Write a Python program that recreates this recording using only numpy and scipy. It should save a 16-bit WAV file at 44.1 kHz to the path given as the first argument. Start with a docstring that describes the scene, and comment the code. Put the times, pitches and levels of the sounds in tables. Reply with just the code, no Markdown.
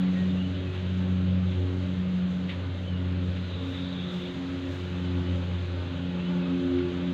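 """Hiving a honeybee colony by hand

A garden, one microphone: a colony hums with wing strokes and seethes with fine noise contacts.
A hand brushes and scrapes the wooden hive in grainy strokes; birds whistle in gliding tones far off,
and one rasps a short trill with fast pitch shake. Over it lies a deep, slowly sinking drone, most likely
a twin-engined plane: two sets of blade harmonics beat against each other over a noise rumble."""
import sys
import numpy as np
from scipy import signal
from scipy.fft import rfft, irfft, next_fast_len
from scipy.io import wavfile
from scipy.ndimage import uniform_filter1d

SR = 44100
rng = np.random.default_rng(int(sys.argv[2]) if len(sys.argv) > 2 else 0)


def dump(signal):
    """Clip the signal to [-1, 1] and save it as 16-bit WAV at the path in sys.argv[1]."""
    limited = np.clip(np.atleast_2d(signal).T, -1, 1)
    pcm = np.round(limited * 32767).astype(np.int16)
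    wavfile.write(sys.argv[1], SR, pcm)


N = 314433
T = np.arange(N) / SR  # time in s


def undb(db):
    """Decibels to gain."""
    return 10 ** (np.asarray(db) / 20)


def unit(x):
    """Scale to rms 1."""
    return x / np.sqrt(np.mean(x ** 2))


def curves(table):
    """The columns of a table of timed rows, one value a sample."""
    time_s, *columns = np.transpose(table)
    return [np.interp(T, time_s, column) for column in columns]


def colour(x, points):
    """Shape a spectrum by (Hz, dB) points, joined along log frequency; rms 1."""
    point_hz, point_db = np.transpose(points)
    size = next_fast_len(N)
    bin_hz = np.maximum(np.arange(size // 2 + 1) * SR / size, 1)
    gain = undb(np.interp(np.log(bin_hz), np.log(point_hz), point_db))
    return unit(irfft(rfft(x, size) * gain, size)[:N])


def walk(rate):
    """Random wander through `rate` new values a second; spread near 1."""
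    knots = rng.standard_normal(8192)
    return np.interp(T * rate, np.arange(len(knots)), knots)


def turns(hz):
    """Cycles completed at a moving frequency."""
    return np.cumsum(hz) / SR


def crackle(spread_db):
    """Dense tiny contacts of unequal size."""
    size_db = spread_db * np.clip(rng.standard_normal(N), -2, 2)
    return rng.standard_normal(N) * undb(size_db)


# Colour of the massed wing beats: frequency_hz, relative level_db
WING_COLOUR = [(150, -7), (250, 4.5), (400, -7), (590, 2), (680, -13.5), (850, -4.5), (1000, -8.5),
               (1480, -5), (1800, -14), (3500, -9.5), (5000, -23.5), (8000, -49)]


def flying_bees(count=18, wing_hz=272, spread=.1, veer=.036, distance_db=4):
    """Each bee beats its wings at its own rate, changing pitch and distance as it circles."""
    swarm = np.zeros(N)
    for rank in np.linspace(-1, 1, count):
        hz = wing_hz * (1 + spread * rank + veer * walk(10))
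        stroke = turns(hz) + rng.random()
        # one sharp push of air per wing stroke
        push = np.maximum(1 - np.abs(stroke % 1 - .5) * 36, 0)
        swarm += push * undb(distance_db * walk(6))
    steady_push = uniform_filter1d(swarm, SR // 100)
    return colour(swarm - steady_push, WING_COLOUR)


def flicker_bands(x, depth_db, count=14):
    """Each band of the sound flickers in level on its own, a few dB up and down."""
    size = next_fast_len(N)
    spectrum = rfft(x, size)
    centre_hz = np.geomspace(600, 6000, count)
    bin_hz = np.arange(len(spectrum)) * SR / size
    flickering = np.zeros(N)
    for band in np.eye(count):
        # overlapping triangles; the end bands reach to the spectrum's edges
        share = np.interp(bin_hz, centre_hz, band)
        band_sound = irfft(spectrum * share, size)[:N]
        flickering += band_sound * undb(depth_db * walk(16))
    return unit(flickering)


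# Colony loudness before the trims below: time_s, wing hum level_db, crawling rustle level_db
COLONY_LEVEL = [(0, -46, -52), (.6, -52.5, -53), (1.3, -50.5, -54.5), (2.2, -51, -54), (3, -51, -54.5),
                (3.8, -48, -53), (4.4, -50, -52), (5, -47.5, -52), (5.8, -47, -53), (6.5, -45, -53.5),
                (7.1, -48, -52)]
# Legs and wings rubbing in the cluster: frequency_hz, relative level_db per Hz
SEETHE_COLOUR = [(300, -17), (800, -2), (1000, -2.5), (1450, -1), (1800, -2), (2350, -2.5), (2900, -0.5),
                 (3850, -2), (4400, -11.5), (5500, -24), (6200, -19), (7200, -22.5), (8000, -34),
                 (15000, -46.5)]


def colony(hum_trim_db=2, rustle_trim_db=5.5, grain_db=3, seethe_flicker_db=1.5, hum_flicker_db=2.5):
    """Wing hum of the fliers over the dry seething of the crawling cluster."""
    hum_db, rustle_db = curves(COLONY_LEVEL)
    seethe = flicker_bands(colour(crackle(grain_db), SEETHE_COLOUR), seethe_flicker_db)
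    fliers = flicker_bands(flying_bees(), hum_flicker_db)
    return undb(hum_db + hum_trim_db) * fliers + undb(rustle_db + rustle_trim_db) * seethe


def strokes(table, points, grain_db):
    """Rubbing strokes: fine friction grains that swell quickly and ebb."""
    force = np.zeros(N)
    for start_s, length_s, level_db in table:
        # peaks at a quarter of the length, silent at 1.2 lengths
        force += undb(level_db) * np.interp((T - start_s) / length_s, [0, .25, 1.2], [0, 1, 0])
    return force * colour(crackle(grain_db), points)


# The hand scrapes on the box: start_s, length_s, level_db at the peak
SCRAPE_STROKES = [(.72, 0.12, -47.5), (1.5, 0.084, -50.5), (2.48, 0.072, -39.5), (3.36, 0.031, -45),
                  (3.72, 0.1, -46.5), (6.775, 0.05, -44.5)]
# Scrape spectrum: frequency_hz, relative level_db per Hz
SCRAPE_SPECTRUM = [(500, -1.5), (1400, -2), (1900, 7.5), (3700, 6), (5000, -18), (7000, -27), (10000, -37),
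                   (15000, -46)]
# Duller rubs of the arm along the wooden rim: start_s, length_s, level_db at the peak
RUB_STROKES = [(.72, 0.073, -46), (.98, .2, -52), (2.45, 0.32, -52.5), (5.38, .1, -52)]
# Rub spectrum: frequency_hz, relative level_db per Hz
RUB_SPECTRUM = [(300, -17), (600, -1.5), (950, 3), (1500, -1), (2500, -11), (5000, -44)]
# Fine swish of bees being swept along: start_s, length_s, level_db at the peak
SWEEP_STROKES = [(3.18, 0.33, -73), (3.6, 0.31, -64), (4.08, 0.25, -62), (4.63, 0.34, -64)]
# Sweep spectrum: frequency_hz, relative level_db per Hz
SWEEP_SPECTRUM = [(2000, -9), (4000, 11), (7000, 7), (9000, -4.5), (12000, -12), (14500, -4.5)]


def hand():
    """Friction on wood and among bees: coarse grains for scrapes, finer ones for rubs and sweeps."""
    scrapes = strokes(SCRAPE_STROKES, SCRAPE_SPECTRUM, grain_db=12.5)
    rubs = strokes(RUB_STROKES, RUB_SPECTRUM, grain_db=3)
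    sweeps = strokes(SWEEP_STROKES, SWEEP_SPECTRUM, grain_db=2)
    return scrapes + rubs + sweeps


# Whistles far off, before waver and flutter: start_s, length_s, start pitch_hz, end pitch_hz, level_db
WHISTLE_NOTES = [(.13, 0.14, 1870, 1890, -52.5), (0.253, 0.085, 3550, 3630, -53.5),
                 (0.366, 0.072, 2680, 2920, -45.5), (0.428, 0.058, 3040, 2930, -49),
                 (0.519, 0.046, 2900, 3000, -52), (0.586, 0.055, 3200, 3350, -51),
                 (.645, .065, 2593, 2540, -50.5), (2.84, .14, 3180, 2810, -49),
                 (5.031, 0.054, 3060, 2980, -51), (5.22, .105, 3050, 2920, -52.5),
                 (6.175, 0.054, 2560, 2820, -52), (6.231, 0.08, 2950, 2990, -48),
                 (6.415, .05, 2620, 2560, -49), (6.48, 0.11, 2570, 2630, -54.5)]


def whistles(waver=0.011, flutter_db=3.5):
    """Near-pure gliding notes that waver in pitch and flutter in level."""
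    song = np.zeros(N)
    wobble = 1 + waver * walk(120)
    for start_s, length_s, start_hz, end_hz, level_db in WHISTLE_NOTES:
        progress = np.clip((T - start_s) / length_s, 0, 1)
        hz = (start_hz + (end_hz - start_hz) * progress) * wobble
        swell = np.sqrt(4 * progress * (1 - progress))
        song += undb(level_db) * swell * np.sin(2 * np.pi * turns(hz))
    return song * undb(flutter_db * walk(70))


# The rasping trill comes in several surges: time_s, level_db
TRILL_SURGES = [(3.3, -90), (3.39, -65), (3.49, -53), (3.58, -50.5), (3.68, -53), (3.78, -46.5),
                (3.92, -49.5), (4.04, -46.5), (4.14, -51), (4.26, -48), (4.34, -59), (4.42, -90)]
# It starts high by the drop and settles on one pitch
TRILL_PITCH_HZ, TRILL_DROP_HZ = 3565, 480
TRILL_SETTLE_START_S, TRILL_SETTLE_S = 3.44, .12


def trill(swing_hz=165, pulse_hz=135, jitter_hz=105, rough_db=4.5, sway_db=0.5):
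    """One high tone shaken fast and unevenly in pitch and strength, so that it rasps."""
    age_s = np.maximum(T - TRILL_SETTLE_START_S, 0)
    hz = TRILL_PITCH_HZ + TRILL_DROP_HZ * np.exp(-age_s / TRILL_SETTLE_S)
    (level_db,) = curves(TRILL_SURGES)
    shake = np.sin(2 * np.pi * turns(pulse_hz * (1 + .1 * walk(20))))
    tone = np.sin(2 * np.pi * turns(hz + swing_hz * shake + jitter_hz * walk(500)))
    rasp = unit(tone * undb(rough_db * walk(700)))
    return undb(level_db + sway_db * walk(45)) * rasp


def foliage(x, echo_db=-6, echo_t60_s=.4):
    """Leaves and trunks scatter a distant call into a short tail."""
    tail_s = T[:SR // 2]
    leaves = rng.standard_normal(SR // 2) * np.exp(-np.log(1000) * tail_s / echo_t60_s)
    echo = signal.fftconvolve(x, leaves / np.linalg.norm(leaves))[:N]
    return x + undb(echo_db) * echo


# Propeller drone, sinking as the plane goes by: time_s, blade rate pitch_hz
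BLADE_PITCH = [(0, 92.2), (.8, 91.97), (2, 91.36), (2.8, 90.77), (3.6, 90.42), (4.4, 89.8), (4.8, 90),
               (5.9, 88.86), (7.1, 89.16)]
# The two propellers run slightly out of step: time_s, difference of their blade rates_hz
BLADE_MISMATCH = [(0, 0.56), (1.8, .49), (3.3, 0.51), (4.2, 0.46), (5.4, 0.487), (7.1, 0.51)]
# One row per blade harmonic 1 to 5: place in the beat cycle at the start (0-1),
# strength of the weaker propeller (0-1)
BLADE_HARMONICS = [(0.33, 0.64), (0.75, 0.73), (0.17, 0.67), (0.53, 0.39), (0.64, .6)]
# Deep drone: time_s, fundamental level_db, octave level_db
DEEP_LEVEL = [(0, -47.5, -27.5), (.25, -27, -29), (.8, -35.5, -34.5), (1.4, -31.5, -31), (2.2, -32, -32),
              (3.1, -34, -38), (3.9, -40.5, -37), (4.5, -38, -40.5), (5.15, -34, -38.5), (5.9, -36, -39.5),
              (6.35, -38, -32), (6.8, -36, -34), (7.1, -43, -33.5)]
# Overtones: time_s, third level_db, fourth level_db, fifth harmonic level_db
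UPPER_LEVEL = [(0, -39.5, -55, -59.5), (.75, -43, -42, -67.5), (1.2, -45.5, -51, -65.5),
               (1.7, -40, -42.5, -52.5), (2.1, -48, -53, -65), (2.8, -45.5, -52, -64),
               (3.3, -45, -47.5, -61), (3.75, -41, -58.5, -52), (4.25, -41.5, -44.5, -65.5),
               (4.6, -40, -46.5, -58), (5.1, -39.5, -42, -58), (5.9, -45.5, -49.5, -60.5),
               (6.4, -36.5, -43.5, -51), (6.85, -26, -30.5, -50), (7.1, -34.5, -40, -55)]


def propellers(flutter_db=1.5, fade_db=1.1, waver=0.072, weaker_waver=0.17):
    """Two propellers nearly in step: harmonic k beats k times as fast as their blade rates differ."""
    (blade_hz,), (mismatch_hz,) = curves(BLADE_PITCH), curves(BLADE_MISMATCH)
    levels = curves(DEEP_LEVEL) + curves(UPPER_LEVEL)
    blades, slip = turns(blade_hz), turns(mismatch_hz)
    drone = np.zeros(N)
    for k, ((place, weaker), level_db) in enumerate(zip(BLADE_HARMONICS, levels), 1):
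        # turbulent air makes each harmonic fade and flutter a little in level and phase
        air_db = fade_db * walk(5.5) + flutter_db * walk(24)
        phase = 2 * np.pi * (k * blades + rng.random()) + waver * k * walk(8.9)
        apart = np.pi * (k * slip + place)
        stronger_tone = np.cos(phase - apart)
        weaker_tone = weaker * np.cos(phase + apart + weaker_waver * walk(6))
        drone += np.sqrt(2) * (stronger_tone + weaker_tone) * undb(level_db + air_db)
    return drone


# Rumble of the plane's exhaust and wash: frequency_hz, relative level_db per Hz
RUMBLE_COLOUR = [(25, -19.5), (45, -17), (58, -12.5), (72, 1), (100, -3), (135, 2.5), (170, 5), (200, -11),
                 (245, -1.5), (320, -9), (420, -9.5), (590, -10), (680, -17), (1500, -65)]


def exhaust(start_db=-39.0, end_db=-41, sway_db=0.5):
    """The plane's low noise rumble sways and slowly recedes."""
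    level_db = np.linspace(start_db, end_db, N) + sway_db * walk(4)
    return undb(level_db) * colour(rng.standard_normal(N), RUMBLE_COLOUR)


def scene():
    """Colony, hand, birds and plane at one microphone."""
    birds = foliage(whistles() + trill())
    plane = propellers() + exhaust()
    return (colony() + hand() + birds + plane)[None]


def record(dry):
    """The recorder cuts the top with a steep low-pass at 15.5 kHz."""
    low_pass = signal.ellip(10, .1, 80, 15500, fs=SR, output="sos")
    return signal.sosfilt(low_pass, dry)


dry = scene()
out = record(dry)
dump(out)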